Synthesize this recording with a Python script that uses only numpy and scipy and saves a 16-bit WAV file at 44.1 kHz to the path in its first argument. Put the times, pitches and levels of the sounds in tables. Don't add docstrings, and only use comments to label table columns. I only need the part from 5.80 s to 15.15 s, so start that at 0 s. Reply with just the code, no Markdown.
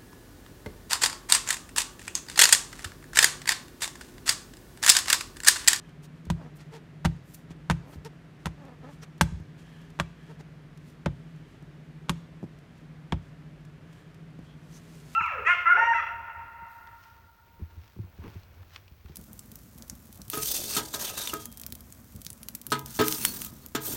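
import sys
import numpy as np
from scipy import signal
from scipy.fft import rfft, irfft, next_fast_len
from scipy.io import wavfile
from scipy.ndimage import uniform_filter1d, map_coordinates

SR = 44100
rng = np.random.default_rng(int(sys.argv[2]) if len(sys.argv) > 2 else 0)


def digitize_waveform(pressure):
    field = np.atleast_2d(pressure).T
    bounded = np.clip(field, -1, 1)
    quanta = np.round(bounded * 32767).astype(np.int16)
    wavfile.write(sys.argv[1], SR, quanta)


N = 412335


def amp(db):
    return 10 ** (np.asarray(db) / 20)


def unit(x):
    return x / np.sqrt(np.mean(x ** 2) + 1e-20)


def burst(x):
    return x * np.sqrt(SR / 100 / np.sum(x ** 2))


def along(points, hz):
    freqs, values = np.transpose(points)
    return np.interp(np.log(hz + 1), np.log(freqs), values)


def tilted(points, slope_db=0):
    return lambda hz: amp(along(points, hz) + slope_db * np.log2(1 + hz / 1000))


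def resonant(peaks):
    return lambda f: sum((-1) ** k * amp(db) * 1j * f * width / (hz * hz - f * f + 1j * f * width)
                         for k, (hz, width, db) in enumerate(peaks))


def filtered(x, response):
    size = next_fast_len(len(x) + SR // 8)
    return irfft(rfft(x, size) * response(np.fft.rfftfreq(size, 1 / SR)), size)[:len(x)]


def noise(n, response):
    return unit(filtered(rng.standard_normal(n), response))


def causal(x, gain, size=4096):
    cepstrum = irfft(np.log(gain(np.fft.rfftfreq(size, 1 / SR)) + 1e-6))
    cepstrum[1:size // 2] *= 2
    cepstrum[size // 2 + 1:] = 0
    return signal.fftconvolve(x, irfft(np.exp(rfft(cepstrum))))[:len(x)]


def wobble(rate):
    return map_coordinates(rng.standard_normal(int(N * rate / SR) + 4), [np.arange(N) * rate / SR])


def scattered(per_s, db, spread_db):
    draws = enumerate(rng.random(size=(64, 2)))
    return [((k + u) / per_s, db + spread_db * (2 * v - 1)) for k, (u, v) in draws
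            if (k + u) / per_s < N / SR]


def add(track, s, x):
    start = round(s * SR)
    x = x[max(-start, 0):max(N - start, 0)]
    track[max(start, 0):][:len(x)] += x


def swell(length):
    t = np.arange(-int(2 * length * SR), int(2 * length * SR)) / SR
    return 2 ** (-abs(2 * t / length) ** 2.5 / 2)


def ring(modes, t, scatter_db):
    return sum(sign * amp(db + scatter_db * rng.normal() - 60 * t / t60) * np.sin(2 * np.pi * hz * t)
               for hz, db, t60, sign in modes)


# (frequency [Hz], level [dB], wander [Hz])
FAN_TONES = [(148.6, -52.5, 5), (163.2, -53, 3.7), (241.7, -64, 1.4), (409, -75.5, 2.6)]
# (frequency [Hz], level [dB])
FAN_RUMBLE = [(15, -31), (30, -15), (48, 2.5), (80, -4), (125, 2.5), (175, 2.5), (210, -4), (260, -5.5),
              (330, -9.5), (480, -34), (900, -53)]
FAN_RUSH = [(180, -26.5), (300, 1), (348, -7), (410, -2.5), (446, -7), (508, -8.5), (684, -10), (847, -14),
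            (1690, -13.5), (1900, -14.5), (2870, -20), (4620, -27.5), (15400, -44)]


def fan():
    hum, t = np.zeros(N), np.arange(N) / SR
    for hz, db, wander_hz in FAN_TONES:
        sway = 1 + 0.55 * (wobble(2 * wander_hz) + 1j * wobble(2 * wander_hz))
        hum += amp(db) * unit(np.real(sway * np.exp(2j * np.pi * hz * t)))
    return hum + amp(-53.5) * noise(N, tilted(FAN_RUMBLE)) + amp(-58) * noise(N, tilted(FAN_RUSH))


# (frequency [Hz], level [dB])
WATER_SPECTRUM = [(300, -19.5), (900, -3.5), (1800, -1.5), (4000, -3), (7000, -4.5), (10000, -9.5),
                  (15500, -15)]


def fizz(speed, tilt_db):
    grains = amp(2 * unit(uniform_filter1d(rng.standard_normal(len(speed)), size=60)))
    hiss = grains * rng.standard_normal(len(speed))
    return speed * unit(filtered(hiss, tilted(WATER_SPECTRUM, tilt_db)))


# (middle [s], length [s], level [dB])
BLADE_SLIDES = [(0.069, 0.089, -65.5), (3.96, 0.21, -63), (4.473, 0.13, -64), (5.554, 0.43, -71),
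                (6.222, 0.15, -77), (8.163, .17, -68.5)]
# (frequency [Hz], width [Hz], level [dB])
BLADE_MODES = [(1710, 81, -2.5), (3170, 290, -11)]


def slides():
    out = np.zeros(N)
    for s, length, db in BLADE_SLIDES:
        speed = swell(length)
        blade = speed * noise(len(speed), resonant(BLADE_MODES))
        add(out, s - 2 * length, amp(db) * (blade + amp(-5) * fizz(speed, tilt_db=-2)))
    return out


# (middle [s], length [s], level [dB], tilt [dB/octave])
SPURTS = [(0.245, 0.023, -56, 1), (0.77, 0.019, -59, 11), (0.809, 0.03, -55.5, -5),
          (1.535, 0.095, -60.5, 8), (1.548, 0.011, -43.5, 12), (1.714, 0.016, -55.5, -4.5),
          (2.123, 0.061, -61.5, 11), (3.128, 0.046, -63.5, -0.5), (3.803, 0.039, -62.5, -2),
          (5.092, 0.06, -66.5, 3), (8.17, 0.09, -71.5, 2)]


def swishes():
    out = np.zeros(N)
    seeps = [(s, 0.065, db, -1.5) for s, db in scattered(per_s=1.5, db=-72, spread_db=1)]
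    for s, length, db, tilt_db in SPURTS + seeps:
        add(out, s - 2 * length, amp(db) * fizz(swell(length), tilt_db))
    return out


def contact(t, direct_db, t60, late_db, late_t60):
    decay = amp(-60 * t / t60) + amp(late_db - 60 * t / late_t60)
    reflections = burst(rng.standard_normal(len(t)) * decay)
    arrivals = reflections - amp(direct_db) * burst(1. * (t == 0))
    power = uniform_filter1d(abs(rfft(arrivals, 4096)) ** 2, size=71)
    return burst(causal(arrivals, lambda hz: abs(power) ** -.5))


# (time [s], level [dB])
LOUD_BEADS = [(0.453, -58.5), (1.545, -56.5), (2.249, -51), (3.232, -55), (4.103, -62.5), (4.975, -61.5),
              (7.851, -63.5), (8.345, -65)]


def beads():
    out, t = np.zeros(N), np.arange(SR // 3) / SR
    bumped = [(s, -69) for s, _, _ in HAND_BUMPS]
    for s, db in LOUD_BEADS + bumped + scattered(per_s=1.3, db=-69, spread_db=6):
        snap = contact(t, direct_db=-22, t60=0.024, late_db=-28, late_t60=.08)
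        add(out, s, amp(db) * burst(causal(snap, tilted(WATER_SPECTRUM, slope_db=0.5))))
    return out


# (time [s], bump level [dB], push level [dB])
HAND_BUMPS = [(0.468, -45, -29), (1.707, -42.5, -42), (2.158, -44, -31), (3.524, -63, -24),
              (3.6, -46.5, -35), (5.825, -45, -60), (6.6290, -33.5, -48.5), (6.6393, -35.5, -52),
              (8.590, -41.5, -44)]
# (frequency [Hz], level [dB])
BUMP_SPECTRUM = [(40, -48), (130, 14), (200, 14.5), (320, 9), (600, -2.5), (1000, -11.5), (2000, -49),
                 (8000, -62)]
# (frequency [Hz], level [dB], t60 [s], polarity)
DEEP_MODES = [(58.4, -5, 0.23, -1), (68.82, 2.5, 0.082, 1), (94.8, -7, 0.26, -1)]
CABIN_MODES = [(135.6, -9.5, 0.37, -1), (148, -2, .15, 1), (166.6, 0, 0.23, 1), (212, -2, 0.078, -1),
               (332, -14, 0.13, 1)]


def bumps():
    out, t = np.zeros(N), np.arange(SR // 3) / SR
    for s, db, push_db in HAND_BUMPS:
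        touch = contact(t, direct_db=6, t60=.04, late_db=-18, late_t60=.1)
        bump = burst(causal(touch, tilted(BUMP_SPECTRUM)))
        push = ring(DEEP_MODES, t, scatter_db=0.2) + amp(-16.5) * ring(CABIN_MODES, t, scatter_db=5)
        add(out, s, amp(db) * bump + amp(push_db) * push)
    return out


# (frequency [Hz], level [dB])
CRACK_SPECTRUM = [(100, -22), (280, -5), (450, 0.5), (900, 4), (1700, 0.5), (2300, -1.5), (3400, -6),
                  (5000, -12.5), (6400, -12.5), (9300, -19), (12000, -25), (15500, -34.5)]


def crack(t, tilt_db, spot_hz):
    spot = lambda hz: amp(6 / (1 + (4 * np.log2((hz + 1) / spot_hz)) ** 2))
    hit = contact(t, direct_db=-7.5, t60=0.021, late_db=-8.5, late_t60=0.066)
    return burst(causal(hit, lambda hz: tilted(CRACK_SPECTRUM, tilt_db)(hz) * spot(hz)))


# (time [s], click level [dB], tilt [dB/octave], struck spot [Hz],
# thud level [dB], deep modes against the thud [dB], knock level [dB])
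LANDINGS = [(0.5014, -30, 3, 790, -22.5, 1, -41), (1.2499, -26.5, 1.5, 820, -17.5, 1, -29),
            (1.8994, -22.5, 0, 1590, -18, -1, -37), (2.6576, -32, 3.5, 1180, -29, 3, -40.5),
            (3.4110, -16, 4, 1470, -18.5, 2, -29), (4.1990, -23, 0.7, 1150, -26.5, -1, -44),
            (5.2598, -27, -3, 570, -21, -1.5, -25.5), (6.2946, -24.5, 2, 970, -24.5, -6, -27.5),
            (7.3225, -28, -3.5, 830, -22.5, 3, -29.5)]
# (frequency [Hz], level [dB], t60 [s], polarity)
GLASS_MODES = [(564.6, -3, 0.11, 1), (865, 5.5, 0.062, 1), (980, 7, 0.052, -1), (1290, 4, 0.046, 1),
               (1580, -2, .04, -1), (2000, -7, 0.052, 1), (2770, -18, .025, -1), (3300, 6, 0.015, 1)]
KNOCK_MODES = [(269, -1.5, 0.089, 1), (353, -1.5, 0.067, -1)]


def taps():
    out, t = np.zeros(N), np.arange(SR // 3) / SR
    flex = (t - .0004) / 0.0001
    slap = burst(flex * np.exp(-flex ** 2 / 2))
    for s, click_db, tilt_db, spot_hz, thud_db, deep_db, knock_db in LANDINGS:
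        glass = burst(ring(GLASS_MODES, t, scatter_db=3.5))
        slap_db = -3.5 + 6.6 * min(tilt_db, 0)
        click = burst(crack(t, tilt_db, spot_hz) + amp(slap_db) * slap + amp(-7.5) * glass)
        thud = ring(CABIN_MODES, t, scatter_db=1.85)
        thud += amp(deep_db) * ring(DEEP_MODES, t, scatter_db=0.25)
        knock = ring(KNOCK_MODES, t, scatter_db=2)
        add(out, s, amp(click_db) * click + amp(thud_db) * thud + amp(knock_db) * knock)
    return out


# (frequency [Hz], t60 [s])
WORKSHOP_DECAY = [(100, 0.45), (1500, 0.4), (6000, 0.62), (15000, 0.19)]


def workshop(x):
    hz, t, spectra = signal.stft(rng.standard_normal(SR), SR, nperseg=256)
    decay = amp(-60 * t / along(WORKSHOP_DECAY, hz)[:, None])
    tail = signal.istft(spectra * decay, SR, nperseg=256)[1]
    return signal.fftconvolve(x, tail / np.linalg.norm(tail))[:N]


# (frequency [Hz], width [Hz], level [dB])
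PANE_MODES = [(259, 73, 8.5), (434, 79, 8), (620, 83, 6), (930, 220, -1), (1290, 69, -3), (1730, 120, -10)]


def stick_slip(speed, rough, middle_hz, glide=0, sag=0):
    n = len(speed)
    place = np.clip(np.linspace(-2, 2, n), -1, 1)
    jitter = unit(uniform_filter1d(rng.standard_normal(n), size=500))
    rate_hz = middle_hz * 2 ** (glide * place - sag * place ** 2) * (1 + .12 * rough * jitter)
    slips = np.diff(np.floor(np.cumsum(rate_hz) / SR), prepend=0)
    force = unit(slips * (1 + rough * rng.standard_normal(n)))
    force += .5 * rough * rng.standard_normal(n)
    sharpness = lambda hz: amp(2 * np.log2(1 + hz / middle_hz))
    return speed * unit(filtered(force, lambda hz: resonant(PANE_MODES)(hz) * sharpness(hz)))


# (middle [s], length [s], level [dB], glide [octaves/length])
RUBBER_JUDDERS = [(0.636, 0.073, -48.5, -0.47), (2.073, 0.086, -52.5, .3), (2.861, .11, -49.5, -.15),
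                  (3.07, 0.06, -47, 0.26)]


def judders():
    out = np.zeros(N)
    for s, length, db, glide in RUBBER_JUDDERS:
        speed = swell(length)
        grip = unit(amp(2 * wobble(rate=70.5)[:len(speed)]))
        rubber = grip * stick_slip(speed, rough=0.43, middle_hz=264, glide=glide)
        add(out, s - 2 * length, amp(db) * (rubber + amp(-13.5) * fizz(speed, tilt_db=-8.5)))
    return out


# (middle [s], length [s], rubber level [dB], water level [dB], roughness [0-1])
END_SQUEAKS = [(0.952, .04, -47, -52.5, 0.45), (2.139, 0.021, -53, -56, .77),
               (2.265, 0.018, -42.5, -50, 0.2), (3.235, .017, -57, -50, .05), (4.509, .02, -49, -60, 0.4),
               (4.605, 0.016, -52, -56, 0.67)]


def squeaks():
    out = np.zeros(N)
    for s, length, db, water_db, rough in END_SQUEAKS:
        speed = swell(length)
        rubber = stick_slip(speed, rough, middle_hz=459, sag=.17)
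        add(out, s - 2 * length, amp(db) * rubber + amp(water_db) * fizz(speed, tilt_db=-4.5))
    return out


# (time [s], level [dB])
CORNER_HITS = [(1.2465, -41), (1.2566, -29), (1.91, -29.5), (2.653, -54), (2.6674, -35.5), (4.1905, -44),
               (6.2870, -47)]


def corners():
    out, t = np.zeros(N), np.arange(SR // 3) / SR
    for s, db in CORNER_HITS:
        add(out, s, amp(db) * crack(t, tilt_db=0.27 * (db + 34.5), spot_hz=860))
    return out


# (middle [s], length [s], level [dB], frequency [Hz])
EDGE_SQUEALS = [(2.257, 0.011, -54.5, 5500), (3.232, .018, -57, 5790), (8.698, .08, -66.5, 3260),
                (8.959, 0.038, -57.5, 6200)]


def squeals(q=12):
    out = np.zeros(N)
    for s, length, db, hz in EDGE_SQUEALS:
        speed = swell(length)
        add(out, s - 2 * length, amp(db) * speed * noise(len(speed), resonant([(hz, hz / q, 0)])))
    return out


# (time [s], level [dB])
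SHIRT_CONTOUR = [(8.75, -83), (8.974, -59.5), (9.004, -68), (9.178, -63), (9.238, -65.5), (9.35, -58)]


def rustle(gain_db=2):
    s, db = np.transpose(SHIRT_CONTOUR)
    speed = amp(np.interp(np.arange(N) / SR, s, db + gain_db, left=-np.inf))
    return fizz(speed, tilt_db=1.5)


def scene():
    knocks = taps() + corners() + bumps()
    water = beads() + swishes()
    rubbing = judders() + squeaks() + slides() + squeals()
    work = knocks + water + rubbing + rustle()
    return (work + amp(-23) * workshop(work) + fan())[None]


def record(dry, low_hz=12, top_hz=15500):
    response = lambda hz: 1j * hz / (1j * hz + low_hz) / np.sqrt(1 + (hz / top_hz) ** 200)
    return np.array([filtered(x, response) for x in dry])


dry = scene()
out = record(dry)
digitize_waveform(out)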